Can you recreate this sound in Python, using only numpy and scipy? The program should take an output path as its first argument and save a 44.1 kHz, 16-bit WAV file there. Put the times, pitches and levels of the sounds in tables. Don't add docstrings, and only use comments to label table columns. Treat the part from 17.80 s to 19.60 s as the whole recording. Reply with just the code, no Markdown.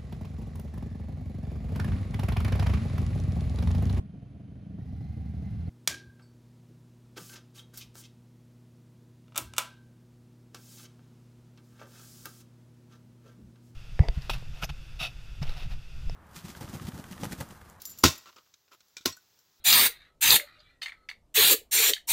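import sys
import numpy as np
from scipy import signal
from scipy.fft import rfft, irfft
from scipy.io import wavfile

SR = 44100
rng = np.random.default_rng(int(sys.argv[2]) if len(sys.argv) > 2 else 0)


def dump_mix(stems):
    frames = np.atleast_2d(stems).T
    limited = np.clip(frames, -1, 1)
    pcm = np.round(limited * 32767).astype(np.int16)
    wavfile.write(sys.argv[1], SR, pcm)


N = 79380
T = np.arange(N) / SR
ATTACK_S = 0.0012

# start in seconds, crack level in dB, crack fade and hold in seconds,
# crunch level in dB, crunch fade in seconds, levels in dB of the spill, clod, blade, thud and knock,
# knock fade in seconds.
CHOPS = [(0.2370, -13, .033, 0.0021, -18.5, .19, -44, -15.5, -23.5, -24.5, -14.5, 0.13),
         (1.2570, -18.5, 0.028, 0.00095, -31, 0.14, -63, -37.5, -36, -46, -24.5, 0.084)]
# pitch in Hz, level in dB, fade time in seconds before any damping or scaling.
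BLADE_TONES = [(652, -9, 0.17), (1068, 2, .1), (1290, -0.5, 0.03), (1396, -4, .08), (1900, -11, 0.3),
               (2663, -0.5, .15), (3673, 0, .14), (4690, 1, .07), (5400, -5, 0.089), (5730, 0.5, 0.24),
               (6450, -8, .11), (7420, -10, 0.13)]
THUD_TONES = [(87.76, 0, .4), (146, 1, 0.23)]
KNOCK_TONES = [(273.5, -1, .1), (344.5, 0.98, 0.066)]
# frequency in Hz, level in dB.
CRACK_COLOUR = [(60, -23.5), (350, -3.5), (500, -19), (800, -11.5), (1050, -11), (1400, -4.5),
                (1800, -12.5), (2700, -8), (3900, -5.5), (4900, -5.5), (6300, -5), (7800, -17),
                (9200, -21.5), (11000, -13), (16000, -15.5)]
CRUNCH_COLOUR = [(60, -10), (350, -4), (480, -14.5), (800, -14.5), (1150, -13.5), (1700, -9.5), (2600, -3),
                 (3100, -6.5), (3700, -3), (5600, -2), (7700, -6.5), (9200, -20), (10800, -13),
                 (16000, -13.5)]
CLOD_COLOUR = [(200, -21.5), (520, -20), (790, -6.5), (920, -11.5), (1080, -3), (1400, 0.5), (1700, -16.5),
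               (2600, -16.5), (8000, -32.5), (16000, -42)]

def hoe_blows():
    lead_in_s, crunch_rise_s = 0.004, 0.012
    crack = crunch = clod = body = 0
    for (start, crack_db, crack_t60, hold, crunch_db, crunch_t60,
         spill_db, clod_db, blade_db, thud_db, knock_db, knock_t60) in CHOPS:
        lead_in = undb(-12.5) * burst(start - lead_in_s, lead_in_s, crack_t60)
        crack += undb(crack_db) * (lead_in + burst(start, ATTACK_S, crack_t60, hold))
        spill = burst(start, crunch_rise_s, t60=0.55)
        crunch += undb(crunch_db) * burst(start, crunch_rise_s, crunch_t60) + undb(spill_db) * spill
        clod += undb(clod_db) * (burst(start, ATTACK_S, t60=0.048, hold=hold) + undb(-34) * spill)
        sunk = start + ATTACK_S
        knock = undb(-10) * noise_band(200, 400) * burst(start, ATTACK_S, knock_t60)
        knock += undb(-2.5) * ring(sunk, KNOCK_TONES, sustain=knock_t60 / 0.12)
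        thud = undb(1) * ring(sunk, THUD_TONES) * burst(start, rise=0.014, t60=0.061, hold=0.04)
        blade = ring(sunk, BLADE_TONES, scatter_db=-2)
        body += undb(blade_db) * blade + undb(thud_db) * thud + undb(knock_db) * knock
    muffled_blade = ring(0, BLADE_TONES, sustain=0.4)
    rub = undb(-8) * resonate(crunch * grains(spread_db=-0.5), muffled_blade)
    crack = colour(crack * grains(spread_db=1), CRACK_COLOUR)
    crunch = colour(crunch * grains(spread_db=3), CRUNCH_COLOUR)
    clod = colour(clod * grains(spread_db=-1.5), CLOD_COLOUR)
    return crack + crunch + clod + rub + body


# start in seconds, tear level in dB, tear fade in seconds, thump level in dB.
ROOT_SNAPS = [(0.2504, -20.5, .025, -7), (0.2609, -25, 0.034, -14), (0.273, -25, 0.038, -25.5),
              (0.738, -52.5, 0.04, -69), (1.004, -56, 0.04, -74), (1.167, -38, 0.076, -68.5),
              (1.207, -55.5, 0.15, -54), (1.276, -34.5, 0.031, -61), (1.323, -52, .025, -70)]
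# frequency in Hz, level in dB.
ROOT_COLOUR = [(100, -22.5), (400, -14), (800, -22.5), (1200, -12), (1470, 0), (1800, -16.5), (2300, -4.5),
               (2750, -11.5), (3700, 1.5), (4700, -7), (5600, -2.5), (7700, -11), (9000, -26), (12000, -20),
               (16000, -23)]

def snapping_roots():
    soil_tones = [(290, -1, 0.022), (150, -7, 0.025)]  # Hz, dB, fade in seconds
    tear = sum(undb(db) * burst(start, ATTACK_S, t60, hold=0.0015) for start, db, t60, _ in ROOT_SNAPS)
    thump = sum(undb(db) * ring(start, soil_tones) for start, _, _, db in ROOT_SNAPS)
    return colour(tear * grains(spread_db=4.5), ROOT_COLOUR) + undb(-3) * thump


# start in seconds, ring level in dB, tick level in dB,
# fade time as a share of the free ring's.
STEEL_TOUCHES = [(0.018, -58, -33, 0.59), (0.053, -34, -34, 0.57), (0.07, -42, -63, .9),
                 (0.094, -41, -54, 0.77), (0.101, -44, -44, 0.87), (0.175, -58, -48, 0.74),
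                 (0.186, -39, -41.5, 0.77), (0.225, -46.5, -46.5, 1), (0.378, -43, -49, 0.29),
                 (0.853, -76, -74, .4), (0.934, -56, -58, 0.36), (1.05, -79.5, -68.5, 0.33),
                 (1.083, -62, -66, 0.48), (1.297, -55, -52, 0.37), (1.366, -54, -50, .4),
                 (1.589, -58, -64, .6)]
# pitch in Hz, level in dB, fade time in seconds.
STEEL_TONES = [(4560, -18.5, .18), (5200, -15, .14), (5880, -7, 0.079), (7100, -7.5, .27), (7294, -6, 0.1),
               (7590, -7, .13), (10200, -10, .11), (12260, -3.5, .13), (13380, 2.5, .09), (14860, -12, .11)]
# frequency in Hz, level in dB.
GRIT_COLOUR = [(100, -28), (1500, -22.5), (3500, -8.5), (5800, -0.5), (7500, -3.5), (9000, -15),
               (10500, -3), (13000, -0.5), (16000, -2.5)]

def steel_tinks():
    rise_s, detune = 0.003, 0.0054
    ticks = rings = 0
    for start, ring_db, tick_db, share in STEEL_TOUCHES:
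        ticks += undb(tick_db) * burst(start, ATTACK_S, t60=0.019)
        tones = np.array(STEEL_TONES)
        tones[:, 0] *= 1 + detune * rng.standard_normal(len(tones))
        build_up = np.clip((T - start) / rise_s, 0, 1)
        rings += undb(ring_db) * ring(start, tones, scatter_db=1.5, sustain=share) * build_up
    return colour(ticks * grains(spread_db=4.5), GRIT_COLOUR) + rings * waver()


# start in seconds, level in dB.
HEAD_KNOCKS = [(1.168, -41.5), (1.274, -45), (1.3, -50), (1.326, -45), (1.371, -54), (1.59, -63.5)]
# pitch in Hz, level in dB, fade time in seconds.
HEAD_TONES = [(1490, -4.5, 0.078), (2400, -20, 0.079), (4300, -5.5, 0.097), (5540, 7.5, 0.064),
              (5890, -1, 0.044), (6670, -16, 0.064), (7730, -6, 0.065)]

def clanking_head():
    clanks = sum(undb(db) * ring(start, HEAD_TONES, scatter_db=9.5) for start, db in HEAD_KNOCKS)
    return clanks * waver()


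# start in seconds, level in dB.
CRUMB_FALLS = [(0.4565, -56.5), (0.488, -58), (0.526, -59.5), (0.5611, -52), (0.582, -59.5), (0.607, -65),
               (0.662, -67), (0.879, -63.5), (0.916, -58.5)]
# start and length in seconds, level in dB, grit in dB above that level.
HOE_DRAGS = [(0.0, .15, -68, 11), (0.172, .055, -63, 7), (0.452, .062, -55, -20), (0.556, .05, -61, -14),
             (0.908, .056, -58, -8)]
# frequency in Hz, level in dB.
SOIL_COLOUR = [(40, -31), (150, -17.5), (380, -3.5), (800, -13.5), (1080, 0), (1320, 2), (1750, -13),
               (2700, -8), (3600, -10), (5300, -11.5), (7400, -18), (9000, -34.5), (12000, -27.5),
               (16000, -29)]

def loose_earth():
    soil = sum(undb(db) * burst(start, ATTACK_S, t60=0.059, hold=0.0017) for start, db in CRUMB_FALLS)
    grit = 0
    for start, length, db, grit_db in HOE_DRAGS:
        stroke = undb(db) * np.sin(np.pi * np.clip((T - start) / length, 0, 1))
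        soil += stroke
        grit += undb(grit_db) * stroke
    soil = colour(soil * grains(spread_db=4), SOIL_COLOUR)
    return soil + colour(grit * grains(spread_db=5), GRIT_COLOUR)


def downswing():
    return undb(-64.5) * noise_band(44, 264) * burst(0, rise=0.074, t60=0.093, hold=0.2417)


# time in seconds, level change in dB.
HISS_CHANGES = [(0, 15.5), (0.4, 8), (0.65, 3), (0.82, -0.5), (1.1, 2.5), (1.4, 4.5), (1.8, 3)]
# frequency in Hz, level in dB.
HISS_COLOUR = [(30, -19), (90, -2), (200, -9), (280, -12.5), (380, -7.5), (560, -11), (900, -9.5),
               (1430, -9.5), (2300, -12.5), (3200, -10.5), (4800, -7.5), (5800, -7), (7500, -12.5),
               (8800, -26), (10500, -20), (13500, -12), (16000, -10.5)]

def forest_hiss():
    times = np.linspace(0, T[-1], num=30)
    wander_db = -0.5 * np.interp(T, times, rng.standard_normal(len(times)))
    level_db = -70.5 + np.interp(T, *np.array(HISS_CHANGES).T) + wander_db
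    return undb(level_db) * colour(grains(spread_db=1.5), HISS_COLOUR)


def undb(db):
    return 10 ** (np.asarray(db) / 20)


def unit(x):
    return x / np.sqrt(np.mean(x ** 2))


def colour(x, points):
    hz, db = np.array(points).T
    size = 4096
    bin_hz = np.arange(size // 2 + 1) * SR / size
    gain = unit(undb(np.interp(np.log(bin_hz + 1), np.log(hz), db)))
    cepstrum = irfft(np.log(gain))
    cepstrum[1:size // 2] *= 2
    cepstrum[size // 2 + 1:] = 0
    return signal.fftconvolve(x, irfft(np.exp(rfft(cepstrum))))[:N]


def noise_band(low_hz, high_hz):
    bandpass = signal.butter(2, (low_hz, high_hz), "band", fs=SR, output="sos")
    return unit(signal.sosfilt(bandpass, rng.standard_normal(N)))


def grains(spread_db, size=24):
    strength = undb(spread_db * np.clip(rng.standard_normal(N // size + 1), -2, 2))
    return unit(np.repeat(strength, size)[:N] * rng.standard_normal(N))


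def burst(start, rise, t60, hold=0):
    age = T - start
    fade = np.exp(-np.log(1000) * np.maximum(age - rise - hold, 0) / t60)
    return np.clip(age / rise, 0, 1) * fade


def ring(start, tones, scatter_db=0, sustain=1):
    hz, db, t60 = np.array(tones).T[:, :, None]
    gain = undb(db + scatter_db * rng.standard_normal(db.shape))
    age = T[T >= start] - start
    fade = np.exp(-np.log(1000) * age / (t60 * sustain))
    wave = (gain * np.sin(2 * np.pi * hz * age) * fade).sum(0)
    return np.pad(wave, (N - len(age), 0)) / np.sqrt((gain ** 2).sum() / 2)


def resonate(x, response):
    return signal.fftconvolve(x, response / np.linalg.norm(response))[:N]


def waver(depth=0.35, rate_hz=159):
    times = np.arange(0, T[-1] + 0.1, 1 / rate_hz)
    wobble = rng.standard_normal(4096)[:len(times)]
    return 1 + depth * np.interp(T, times, wobble)


def scene():
    digging = hoe_blows() + snapping_roots() + loose_earth() + steel_tinks() + clanking_head()
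    echo_tail = rng.standard_normal(N) * burst(0.012, rise=0.005, t60=0.073)
    mid = digging + undb(-20.5) * resonate(digging, echo_tail) + downswing() + forest_hiss()
    treble = signal.sosfilt(signal.butter(2, 6000, "high", fs=SR, output="sos"), mid)
    side = undb(-34) * np.pad(treble, (20, 0))[:N]
    return np.array([mid + side, mid - side])


def record(dry):
    bass_cut = signal.butter(2, 32, "high", fs=SR, output="sos")
    treble_cut = signal.ellip(10, 0.2, 80, 15900, fs=SR, output="sos")
    return signal.sosfilt(treble_cut, np.clip(signal.sosfilt(bass_cut, dry), -1, 1))


dry = scene()
out = record(dry)
dump_mix(out)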